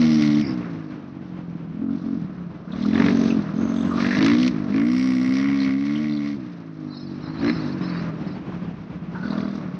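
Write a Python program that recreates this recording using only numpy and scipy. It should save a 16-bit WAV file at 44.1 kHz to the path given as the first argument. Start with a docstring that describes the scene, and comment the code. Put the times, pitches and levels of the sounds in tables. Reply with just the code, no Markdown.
"""A four-stroke, single-cylinder dirt bike on a forest trail, heard from the rider's helmet.
The throttle opens and shuts again and again. Each firing of the engine sends out a pulse of gas
that booms through the airbox (the air intake) and the exhaust pipe, and cracks sharply under load.
Valves tick, panels buzz, the chain and loose metal rattle, and bumps knock the frame.
Behind the bike, gravel crunches under the tyres and air rushes around the helmet."""
import sys
import numpy as np
from scipy import signal
from scipy.fft import rfft, irfft, next_fast_len
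from scipy.io import wavfile
from scipy.ndimage import uniform_filter1d

SR = 44100
rng = np.random.default_rng(int(sys.argv[2]) if len(sys.argv) > 2 else 0)


def wav_record(signal):
    """Record a signal, one row per channel, as 16-bit PCM in the file named by sys.argv[1]."""
    frames = np.transpose(np.atleast_2d(signal))
    bounded = np.clip(frames, -1, 1)
    # unit amplitude maps onto the largest positive 16-bit level
    quanta = np.round(bounded * 32767).astype(np.int16)
    wavfile.write(sys.argv[1], SR, quanta)


N = 431738
CRUISE_HZ = 48  # firings per second at cruising speed
AFTER_BOOM_S = .003  # the brighter sounds of a firing come this much after its boom


def amp(db):
    """Turns decibels into a factor to multiply a sound by."""
    return 10 ** (np.asarray(db) / 20)


def curve(rows):
    """Joins (time_s, value) points with straight lines, giving a value for every sample."""
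    rows = np.asarray(rows)
    return np.interp(np.arange(N) / SR, rows[:, 0], rows[:, 1])


def gate(start_s, end_s):
    """Rises from 0 to 1 around start_s, holds, and falls back around end_s."""
    rise_s, fall_s = .071, .047
    t = np.arange(N) / SR
    return np.clip(np.minimum((t - start_s) / rise_s, (end_s - t) / fall_s) + .5, 0, 1)


def add(mix, start_s, sound):
    """Mixes a sound in at start_s."""
    part = mix[max(round(start_s * SR), 0):][:len(sound)]
    part += sound[:len(part)]


def delayed(x, seconds):
    """The same sound, a little later."""
    return np.interp(np.arange(N) - seconds * SR, np.arange(N), x, left=0)


def steady(x):
    """Evens out a sound so that its power stays near 1 over a few engine cycles."""
    power = uniform_filter1d(uniform_filter1d(x ** 2, size=3000), size=2200)
    return x / np.sqrt(abs(power) + 1e-9 * np.mean(x ** 2))


def wander(hz):
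    """A random drift, about 1 in size, with little movement faster than hz."""
    size = next_fast_len(N, True)
    rolloff = 1 + (np.fft.rfftfreq(size, 1 / SR) / hz) ** 4
    drift = irfft(rfft(rng.standard_normal(size)) / rolloff, size)[:N]
    return drift / drift.std()


def colour(x, tone, lag=1):
    """Filters by (pitch_hz, gain_db) points. At lag 1 clicks start sharply; at 0 they swell first."""
    hz, db = np.transpose(tone)
    grid_hz = abs(np.fft.fftfreq(8192, 1 / SR))
    log_gain = np.log(amp(np.interp(np.log(grid_hz + 1), np.log(hz), db)))
    log_gain -= 4 * np.log(np.maximum(grid_hz / hz[-1], 1))  # falls steeply above the last point
    phase = -lag * signal.hilbert(log_gain).imag
    taps = np.fft.ifft(np.exp(log_gain + 1j * phase)).real
    return signal.oaconvolve(x, np.fft.fftshift(taps), "same")


def ring(x, hz, width):
    """Makes a sound ring at one pitch; a smaller width rings longer."""
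    peak = signal.iirpeak(hz, hz / (.84 * width), fs=SR)
    return signal.lfilter(*peak, signal.lfilter(*peak, x))


def gliding_ring(x, hz, width):
    """Makes a sound ring at a pitch that follows the curve hz."""
    spin = np.exp(2j * np.pi * np.cumsum(hz) / SR)
    pole = np.exp(-np.pi * width / SR)
    return (spin * signal.lfilter([(1 - pole) ** 2], [1, -2 * pole, pole * pole], x / spin)).real


def strokes(cycles, spread_db, jitter_s, offset=0):
    """One click per engine cycle, offset (0-1) of the way through it, uneven in size and timing."""
    at = np.flatnonzero(np.diff(np.floor(cycles - offset), prepend=-1) > 0)
    size, late = rng.standard_normal((len(at), 2)).T
    spread_db, jitter_s = (np.broadcast_to(v, N)[at] for v in (spread_db, jitter_s))
    at = np.clip(at + np.round(late * jitter_s * SR).astype(int), 0, N - 1)
    clicks = np.zeros(N)
    clicks[at] = amp(spread_db * np.clip(size, -2, 2))
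    return clicks


def grains(per_s, spread_db):
    """Clicks at random moments, most small and a few large."""
    return (rng.random(N) < per_s / SR) * amp(spread_db * np.minimum(rng.exponential(1, N), 4))


def puffs(clicks, decay_s):
    """Each click sets off a fading burst of noise."""
    power = signal.lfilter([1], [1, -np.exp(-2 / (decay_s * SR))], clicks ** 2)
    return steady(np.sqrt(power) * rng.standard_normal(N))


def struck_metal(clicks, decay_s):
    """Each click rings the same cluster of metal tones, so evenly spaced clicks keep their pitch."""
    size, lead = 4096, 256
    age = (np.arange(size) - lead) / SR
    tones = rfft(rng.standard_normal(size) * (age >= 0) * np.exp(-abs(age) / decay_s))
    tones /= np.sqrt(uniform_filter1d(abs(tones) ** 2, size=36))  # evens out bass and treble
    return steady(signal.oaconvolve(clicks, irfft(tones))[lead:lead + N])


def wind():
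    """Air rushes around the helmet in gusts, over a low buffeting."""
    # loudness of the rush and of the buffeting: time_s, level_db
    rush_levels = [(0, -31), (.6, -36.5), (1.1, -41.5), (2.7, -43), (3.05, -25.5), (3.45, -35.5),
                   (4.26, -27), (4.42, -36), (4.7, -39), (5.4, -39.5), (6.6, -43.5), (7, -47.5),
                   (7.45, -31.5), (7.9, -36), (8.3, -33), (8.9, -39), (9.79, -38.5)]
    buffet_levels = [(0, -56), (.7, -60.5), (1.2, -56.5), (1.8, -55), (2.5, -51), (3, -51), (3.7, -51.5),
                     (4.25, -47), (4.9, -49.5), (5.7, -59), (6.6, -68.5), (7.1, -58), (7.42, -41),
                     (7.8, -57), (8.5, -48), (9.3, -54.5), (9.79, -51)]
    # tone of each: pitch_hz, gain_db
    rush_tone = [(40, -35.5), (70, -13.5), (110, -2.5), (170, 4.5), (300, 0), (500, -11.5), (1000, -16),
                 (2500, -25), (6000, -43), (8000, -65)]
    buffet_tone = [(15, -11.5), (30, -11.5), (50, -5), (75, 2), (110, 0.5), (200, -15.5)]
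    rush = colour(rng.standard_normal(N), rush_tone)
    buffet = colour(rng.standard_normal(N), buffet_tone)
    air = amp(curve(rush_levels)) * rush / rush.std() + amp(curve(buffet_levels)) * buffet / buffet.std()
    return amp(2.2 * wander(hz=14)) * air


def gravel():
    """Loose stones grind and snap under the tyres."""
    # loudness of the crunch: time_s, level_db
    levels = [(6.5, -80), (6.9, -57.5), (7.18, -60), (7.25, -46.5), (7.36, -45.5), (7.55, -43.5),
              (7.75, -56), (7.95, -43), (8.1, -56), (8.4, -82)]
    # its tone: pitch_hz, gain_db
    tone = [(400, -13), (800, -2.5), (1200, 3), (1600, -5.5), (2050, -7), (2800, -19.5), (5000, -29.5),
            (7000, -55.5)]
    stones = puffs(grains(per_s=600, spread_db=3), decay_s=.0054)
    return amp(curve(levels)) * steady(colour(stones, tone))


def knocks():
    """Bumps shake the bike's metal parts into a short, rough ring."""
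    # one knock per bump: start_s, level_db, pitch_hz, decay_s
    bumps = [(.343, -32.5, 3250, 0.0091), (.42, -40, 2160, 0.068), (1.894, -42, 1300, 0.0068),
             (2.72, -39.5, 3560, 0.0072), (2.825, -40, 3260, 0.007), (2.85, -27, 1285, .007),
             (2.86, -43, 5900, 0.0036), (2.947, -32, 3630, 0.0046), (3.303, -35.5, 2600, 0.022),
             (3.909, -31.5, 1190, 0.08), (3.975, -26.5, 1190, 0.016), (4.043, -28, 1720, 0.018),
             (4.108, -26.5, 1780, 0.091), (4.261, -23, 1250, 0.0076), (5.603, -41, 4660, .005),
             (5.648, -41.5, 2810, 0.0054), (5.955, -35, 3050, 0.015), (6.171, -40.5, 3800, 0.013),
             (7.445, -32, 1546, 0.011), (8.522, -37, 1020, 0.011), (9.145, -37.5, 906, 0.04),
             (9.148, -34.5, 1440, 0.046), (9.229, -36.5, 1460, 0.067), (9.305, -40.5, 4040, 0.017),
             (9.322, -27.5, 1000, 0.0047)]
    out, age = np.zeros(N), np.arange(SR // 2) / SR
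    for start_s, db, hz, decay_s in bumps:
        # reversed, so the ring is at full strength from the start
        metal = ring(rng.standard_normal(len(age)), hz, width=hz / 5.5)[::-1]
        envelope = (1 - np.exp(-age / .00062)) * np.exp(-age / decay_s)
        add(out, start_s, amp(db) * envelope * metal / metal.std())
    return out


def chain():
    """The slack chain slaps its guide in uneven surges; each slap rings a link, over a light scrape."""
    # loudness of the rattle: time_s, level_db
    levels = [(6.8, -100), (6.865, -78), (6.895, -55), (6.946, -45), (7.03, -50), (7.16, -61), (7.2, -68),
              (7.226, -52), (7.29, -51), (7.33, -60), (7.37, -50.5), (7.5, -42), (7.62, -49), (7.7, -51),
              (7.78, -63), (7.842, -48.5), (7.994, -47.5), (8.096, -71), (8.33, -54), (8.5, -100)]
    # its tone: pitch_hz, gain_db
    tone = [(1200, -31.5), (2000, -6), (2600, -15.5), (3300, -17), (4100, 0.5), (4700, -6.5), (5300, -4),
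            (5850, -20), (6500, -39), (9000, -62.5)]
    # notes the links ring with: pitch_hz, width_hz, gain_db
    link_notes = [(3790, 78, 1), (4050, 39, -1.5), (4240, 64, -1.5), (4550, 75, 1.5), (5000, 65, -3),
                  (5200, 50, 0), (5620, 60, 0.5)]
    metal = np.zeros(N)
    for hz, width, db in link_notes:
        slaps = (rng.random(N) < 55 / SR) * (.3 + rng.random(N) ** 2)  # about 55 a second
        metal += amp(db) * ring(slaps, hz, width) / np.sqrt(width)
    rattle = steady(metal) + .35 * rng.standard_normal(N)
    return amp(curve(levels) + 1.5 * wander(hz=30)) * steady(colour(rattle, tone))


def jingles(cycles):
    """Loose metal parts clink at random or with a firing, each clink at a pitch of its own."""
    # spells of jingling: start_s, end_s, pitch_hz, spread_hz, level_db, share_on_firings (0-1)
    spells = [(0.404, 0.54, 5060, 450, -46.5, 0), (2.722, 2.95, 3860, 520, -55, 0.43),
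              (2.916, 3.13, 3530, 400, -52, 0.8), (3.133, 3.35, 6100, 300, -53.5, 0.46),
              (3.55, 3.94, 6300, 280, -58, 0.1), (3.723, 3.87, 3530, 304, -52, .7),
              (3.728, 3.98, 7570, 700, -68, 0.2), (4.791, 5.461, 7730, 1280, -68.5, 0.5),
              (5.38, 5.5, 2800, 500, -52, 0.8), (5.588, 5.655, 4190, 596, -42, 0.55),
              (6.087, 6.194, 4170, 684, -50, 0.84), (9.226, 9.54, 4110, 800, -53, .4)]
    clinks_per_s, size_range_db, rise_s, decay_s = 700, 15, .0003, .003
    out, age = np.zeros(N), np.arange(900) / SR
    envelope = np.exp(-age / decay_s) * (1 - np.exp(-age / rise_s))
    firings = np.flatnonzero(strokes(cycles, spread_db=0, jitter_s=0)) + round(AFTER_BOOM_S * SR)
    for start_s, end_s, hz, spread_hz, db, share_on_firings in spells:
        first, length = round(start_s * SR), round((end_s - start_s) * SR)
        spell = np.zeros(length + len(age))
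        for when, pitch, size, chance in rng.random((clinks_per_s, 4)):
            at = int(when * SR)
            if chance < share_on_firings:  # move the clink to just after the nearest firing
                at = firings[np.argmin(abs(firings - first - at))] - first + at % 60
            if 0 <= at < length:
                swell = np.sin(np.pi * (at / length) ** .7) ** .5
                clink = envelope * np.sin(2 * np.pi * (hz + 2 * spread_hz * (pitch - .5)) * age)
                spell[at:at + len(age)] += swell * amp(size_range_db * size ** 4) * clink
        band_hz = [hz - 1.5 * spread_hz, hz + 1.5 * spread_hz]
        spell = signal.sosfilt(signal.butter(3, band_hz, "band", fs=SR, output="sos"), spell)
        add(out, start_s, amp(db) * spell / np.sqrt(np.sum(spell ** 2) / length))
    return out


def buzz(cycles):
    """Each firing shakes the frame and panels into a short metallic buzz."""
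    # loudness of the buzz: time_s, level_db
    levels = [(0, -39.5), (.21, -41.5), (.31, -52), (.41, -54), (.47, -91), (4.75, -87.5), (4.87, -50),
              (4.98, -42.5), (5.14, -46), (5.29, -48), (5.37, -40.5), (5.48, -51.5), (5.62, -50),
              (5.75, -63), (6.12, -55.5), (6.32, -70), (6.45, -84)]
    # its tone: pitch_hz, gain_db
    tone = [(1200, -21.5), (2300, -5), (2900, -2.5), (3500, -8), (4100, -2.5), (4900, 0.5), (5650, 1.5),
            (6000, -8.5), (6500, -22), (8700, -33.5), (11000, -61.5)]
    clicks = delayed(strokes(cycles, spread_db=1.3, jitter_s=.00001), AFTER_BOOM_S)
    shake = steady(struck_metal(clicks, decay_s=.0033) + 1.2 * puffs(clicks, decay_s=.017))
    return amp(curve(levels) + 1.1 * wander(hz=15)) * steady(colour(shake, tone))


def clatter(cycles, throttle, strain):
    """Valves tick twice a cycle over a sizzle of grit; an open throttle adds a bright edge."""
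    # tone of the ticking and of the firing's edge: pitch_hz, gain_db
    tick_tone = [(800, -19.5), (2000, -4.5), (3000, -9), (3500, -3), (4050, -0.5), (4500, -4), (5600, -6),
                 (6200, -11), (6800, -26.5), (8000, -32), (12000, -61)]
    edge_tone = [(2000, -17), (3200, 0.5), (4000, 1.5), (5700, -7), (6200, -14), (6900, -32.5), (8700, -40),
                 (10500, -61)]
    valves = sum(strokes(cycles, spread_db=4, jitter_s=.0001, offset=part) for part in (.42, .75))
    firing = delayed(strokes(cycles, spread_db=2, jitter_s=.00002), AFTER_BOOM_S)
    grit = grains(per_s=700, spread_db=4.2)
    ticking = steady(.13 * puffs(valves, decay_s=.011) + puffs(grit, decay_s=.011))
    edge = steady(colour(puffs(firing, decay_s=.003) + struck_metal(firing, decay_s=.002), edge_tone))
    return steady(steady(colour(ticking, tick_tone)) + throttle ** 3 * (.93 + 2 * strain) * edge)


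def pops():
    """Single hard firings stand out from the rest, each a sharp burst of gas."""
    # the hard firings: start_s, level_db
    hard_firings = [(.222, -24), (0.412, -30), (3.062, -30), (4.262, -17.5), (4.4298, -25), (4.478, -21.5),
                    (4.742, -46), (4.797, -35), (7.445, -38)]
    # their tone: pitch_hz, gain_db
    tone = [(500, -38.5), (1200, -22.5), (2000, 4.5), (3000, -0.5), (4200, -7.5), (5700, -5.5), (6900, -22),
            (9500, -38), (12000, -47.5)]
    envelope, decay_s = np.zeros(N), .0036
    for start_s, db in hard_firings:
        age = np.arange(N) / SR - start_s
        envelope += amp(db) * (age > 0) * np.exp(-abs(age) / decay_s)
    gas = rng.standard_normal(N)
    return colour(envelope * gas, tone) / colour(gas, tone).std()


def crack(cycles, throttle, strain):
    """Firings ping on an open throttle; under strain they snap and ring the engine's metal."""
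    # tone of the ping and of the snap: pitch_hz, gain_db
    ping_tone = [(600, -25.5), (1200, -4), (1650, -14), (1900, -2), (2100, 5), (2350, -2.5), (2550, -12.5),
                 (3300, -19), (4050, -25), (5600, -25), (6500, -41.5), (9000, -47.5), (12000, -68.5)]
    snap_tone = [(500, -26.5), (1000, 7.5), (1480, 6.5), (1700, 10.5), (2100, 5.5), (2700, 2.5),
                 (3400, -15.5), (4000, -10.5), (5800, -29), (6800, -40.5), (9000, -57), (10500, -72.5)]
    # notes the engine's metal rings with: pitch_hz, width_hz, gain_db
    case_notes = [(1170, 45, -7), (1675, 150, -0.5), (1976, 95, 2), (2610, 250, -14)]
    clicks = delayed(strokes(cycles, spread_db=1.4, jitter_s=.000012), AFTER_BOOM_S)
    burst = steady(clicks) + .7 * puffs(clicks, decay_s=.002)
    tail = puffs(clicks, decay_s=.0071)
    ping = steady(colour(.8 * burst + 1.1 * struck_metal(clicks, decay_s=.006) + .55 * tail, ping_tone))
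    metal = sum(amp(db) * steady(ring(burst, hz, width)) for hz, width, db in case_notes)
    snap = steady(colour(burst + tail, snap_tone))
    snap = steady(snap + amp(-8.5) * steady(metal))
    hiss = steady(colour(puffs(clicks, decay_s=.03), snap_tone))
    return steady((1 - strain) * throttle ** 2 * ping + strain * snap + .24 * hiss)


def rasp(cycles, throttle):
    """Gas rushes out of the exhaust; as the throttle opens, clean pulses make the silencer growl."""
    # tone of the exhaust: pitch_hz, gain_db
    tone = [(250, -17.5), (400, 7.5), (520, 2.5), (645, 6.5), (740, -5), (860, -7.5), (990, -1.5),
            (1180, 2), (1400, -1.5), (1650, -8), (2600, -29.5), (5000, -53)]
    clicks = delayed(strokes(cycles, spread_db=.9, jitter_s=.000015), AFTER_BOOM_S)
    pulse = steady(colour(clicks + .14 * delayed(clicks, .0064) - .5 * delayed(clicks, .0073), tone))
    rush = steady(colour(puffs(clicks, decay_s=.054), tone))
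    growl = steady(ring(delayed(clicks, .0016), hz=624, width=120))
    pulse = steady(pulse + amp(-6.5) * throttle * growl)
    return steady((.3 + 4 * throttle ** 2) * pulse + rush)


def boom(cycles, speed, throttle, strain):
    """Gas pulses ring the airbox and pipe, higher as the throttle opens; slow running is uneven."""
    # tone with the throttle shut, half open and wide open: pitch_hz, gain_db
    shut_tone = [(20, -59), (40, -46.5), (60, -37), (75, -16), (105, -17), (135, -8.5), (158, -2.5),
                 (176, 1), (212, -13), (250, -0.5), (280, -6), (312, -0.5), (360, -18.5), (450, -31),
                 (900, -36.5)]
    half_tone = [(40, -48.5), (65, -18), (85, -10), (125, -17), (165, -11.5), (200, 10), (240, 7),
                 (285, 1.5), (325, -3), (370, -23), (420, -17.5), (500, -44), (620, -18), (900, -51.5)]
    open_tone = [(30, -55), (76, -30.5), (95, -15), (130, -12.5), (155, -4.5), (195, -8.5), (235, 5),
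                 (275, 10), (308, 0), (348, -17), (385, -28), (470, -43.5), (630, -26), (900, -57.5)]
    shut, wide = np.clip(1 - 2 * throttle, 0, 1), np.clip(2 * throttle - 1, 0, 1)
    stumble = np.clip((46 + 12 * throttle - speed) / (9 + 14 * throttle), 0, 1)
    driven = strokes(cycles, spread_db=.45 + 2.2 * stumble, jitter_s=.00003 + .0003 * stumble)
    coasting = strokes(cycles, spread_db=1.6 + 2.6 * stumble, jitter_s=.00008 + .0004 * stumble)
    # the pipe burbles when the bike coasts slowly
    burble = amp(10.5) * stumble * steady(ring(coasting, hz=179, width=53))
    pulses = shut * steady(steady(colour(coasting, shut_tone, lag=.94)) + burble)
    pulses += (1 - shut - wide) * steady(colour(driven, half_tone, lag=.79))
    pulses += wide * steady(colour(driven, open_tone, lag=.77))
    gas = puffs(driven, decay_s=.032)
    flutter = steady(shut * steady(colour(gas, shut_tone)) + (1 - shut) * steady(colour(gas, open_tone)))
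    flutter_db = -22 + (4 + 6 * shut) * stumble + 4 * shut + 2 * strain
    # under strain the pipe barks, rising with the revs, and on a wide throttle the airbox honks
    bark = steady(gliding_ring(steady(driven) + .5 * gas, hz=392.6 * speed / CRUISE_HZ, width=75))
    honk = steady(ring(driven, hz=318.5, width=49))
    labour = strain * (amp(-14.5) * bark + amp(2.5) * wide * honk)
    return steady(steady(pulses) + amp(flutter_db) * flutter + labour)


def engine_speed():
    """Firings per second: the revs climb under power, drop as the drive goes slack, then run down."""
    # one list of points for each run under power: time_s, firings_per_s
    runs = [
        [(0, 80.13), (.15, 76.78), (.27, 73.79), (.41, 74.94)],
        [(1.72, 40.84), (1.93, 46.38), (2.03, 43.89), (2.16, 45.92)],
        [(2.6, 32.19), (2.92, 43.29), (3.07, 48.24), (3.15, 45.73), (3.35, 45.09)],
        [(3.52, 38.9), (3.6, 45.7), (3.92, 45.8), (4.1, 48.17), (4.2, 51.82), (4.3, 57.47), (4.42, 63.13),
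         (4.5, 63.1)],
        [(4.65, 47.6), (4.88, 61.01), (5.02, 65), (5.2, 63.2), (5.33, 65.32), (5.48, 69.7), (5.7, 66.24),
         (6.02, 76.11), (6.22, 72.27), (6.35, 71.58)],
        [(7.12, 46.13), (7.22, 50.93), (7.34, 53.26), (7.52, 60.15)],
        [(9, 31.19), (9.15, 33.82), (9.27, 40.2), (9.58, 39.81)],
        [(9.79, 35.16)],
    ]
    # how slowly engine braking brings the revs down, one value per coast: decay_s
    run_downs = [.7, .9, .9, .9, 1.2, 1.25, 0.62]
    slack_share, slack_s = .22, .05
    t, speed = np.arange(N) / SR, curve(sum(runs, []))
    for run, next_run, decay_s in zip(runs, runs[1:], run_downs):
        (start_s, from_hz), (end_s, to_hz) = run[-1], next_run[0]
        coast = (t > start_s) & (t < end_s)
        age = t[coast] - start_s
        lost = 1 - slack_share * np.exp(-age / slack_s) - (1 - slack_share) * np.exp(-age / decay_s)
        speed[coast] = from_hz + (to_hz - from_hz) * lost / lost[-1]
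    return speed


def throttle_grip():
    """The rider's twists as curves: throttle, strain (how hard the engine works) and three boosts."""
    # twists: start_s, end_s, opening (0-1), strain (0-1), boom_db, crack_db, clatter_db
    twists = [(-.1, 0.428, 0.88, 0, 11, 1, 12), (1.787, 1.967, 0.7, 0.2, 11.5, -5, -1),
              (2.046, 2.176, 0.72, 0, 8, -13, 0.5), (2.69, 2.812, 0.27, 0.3, 1.5, 1, 2),
              (2.823, 3.407, 0.58, 1, 8.5, -3, 4), (3.56, 4.188, 0.56, 0.4, 4.5, -19, -0.5),
              (4.184, 4.496, 0.9, 0.22, 9.5, 6.5, 13), (4.522, 4.697, 0.23, 0, 1.5, -2, 3),
              (4.716, 6.359, 0.86, 0.07, 9, 4.5, 2.5), (7.404, 7.522, 0.9, 0.52, 8.5, -4.5, -5.5),
              (9.223, 9.603, 0.39, 0.2, 2, -1, 2)]
    kick_strain, kick_s, boom_sag_db_per_s = .68, .1, 2
    t, controls = np.arange(N) / SR, np.zeros((5, N))
    for start_s, end_s, opening, strain, boom_db, crack_db, clatter_db in twists:
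        held = gate(start_s, end_s)
        strain = strain + kick_strain * np.exp(-abs(t - start_s) / kick_s)  # a brief extra effort
        boom_db = boom_db - boom_sag_db_per_s * (t - start_s)
        for control, value in zip(controls, (opening, strain, boom_db, crack_db, clatter_db)):
            control += held * value
    return (*np.clip(controls[:2], 0, 1), *controls[2:])


def engine(cycles, speed):
    """The firings make four sounds (boom, rasp, crack, clatter) that follow the throttle and revs."""
    # rise and fall in loudness shared by all four: time_s, level_db
    swells = [(0, 3.5), (.65, 1.5), (.92, -4.5), (1.6, -11), (2, -2), (2.62, -4.5), (2.78, 3), (3, 7.5),
              (3.5, 5.5), (4.25, 7), (4.62, 3), (5.55, 3), (6.3, -2), (6.78, -6.5), (7.12, -1),
              (7.33, -2.5), (7.5, 4.5), (7.75, 2.5), (7.95, 8), (8.15, 0), (8.42, -10), (8.57, 0.5),
              (8.92, -8.5), (9.35, 7.5), (9.79, -0.5)]
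    # spells of hard firing, when the exhaust spits: start_s, end_s, boost_db
    spits = [(.2, 0.296, 4.5), (2.939, 3.118, 15.5), (3.192, 3.293, 9), (3.968, 4.185, 30),
             (4.213, 4.347, 7.5), (4.75, 4.84, 6.5), (5.34, 5.436, 3.5), (5.59, 5.723, 3.5),
             (7.41, 7.528, 18)]
    # spells when the coasting engine fires weakly or catches again: start_s, end_s, boom_change_db
    coasting_spells = [(0.467, 0.533, 2), (0.967, 1.145, -2.5), (1.34, 1.765, 6), (2.19, 2.495, 3.5),
                       (2.497, 2.693, -3), (6.336, 6.77, -2), (6.798, 6.94, 2), (6.996, 7.375, -1.5),
                       (7.54, 7.82, 2), (8.076, 8.487, 1), (8.68, 9.05, 0.5)]
    throttle, strain, boom_db, crack_db, clatter_db = throttle_grip()
    spit_db = sum(db * gate(start_s, end_s) for start_s, end_s, db in spits)
    boom_db = boom_db + sum(db * gate(start_s, end_s) for start_s, end_s, db in coasting_spells)
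    swell_db, octaves = curve(swells), np.log2(speed / CRUISE_HZ)

    def gain(base_db, swell, db_per_octave, flicker_db):
        """One sound's loudness, moved by the shared swell, the revs and a random flicker."""
        return amp(base_db + swell * swell_db + db_per_octave * octaves + flicker_db * wander(hz=6.1))

    sputter_db = 1.4 - 1.25 * throttle  # the boom holds firmer as the throttle opens
    sound = boom(cycles, speed, throttle, strain) * gain(
        -30.5 + boom_db, swell=.79, db_per_octave=2.5, flicker_db=sputter_db)
    sound += rasp(cycles, throttle) * gain(
        -47 + 3 * throttle + .16 * spit_db, swell=1.03, db_per_octave=-.5, flicker_db=1.58)
    sound += crack(cycles, throttle, strain) * gain(
        -54 + crack_db + spit_db, swell=1.65, db_per_octave=10.5, flicker_db=1.94)
    sound += clatter(cycles, throttle, strain) * gain(
        -60.5 + clatter_db + .45 * spit_db, swell=1.17, db_per_octave=6.5, flicker_db=2.5)
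    return sound


def scene():
    """Mixes the engine with the bike's rattles, the gravel and the wind into one channel."""
    speed = engine_speed()
    cycles = np.cumsum(speed * (1 + .001 * wander(hz=25))) / SR  # running count of engine cycles
    mix = engine(cycles, speed) + buzz(cycles) + jingles(cycles) + chain()
    return (mix + gravel() + pops() + knocks() + wind())[None]


def record(dry):
    """The microphone dulls the high treble, and the very top is cut off."""
    # tone of the microphone: pitch_hz, gain_db
    mic_tone = [(9500, 0), (11000, -7), (13000, -13)]
    cutoff_hz = 13400
    low_pass = signal.firwin(511, cutoff_hz, window=("kaiser", 9), fs=SR)
    return signal.oaconvolve(colour(dry[0], mic_tone), low_pass, "same")[None]


dry = scene()
out = record(dry)
wav_record(out)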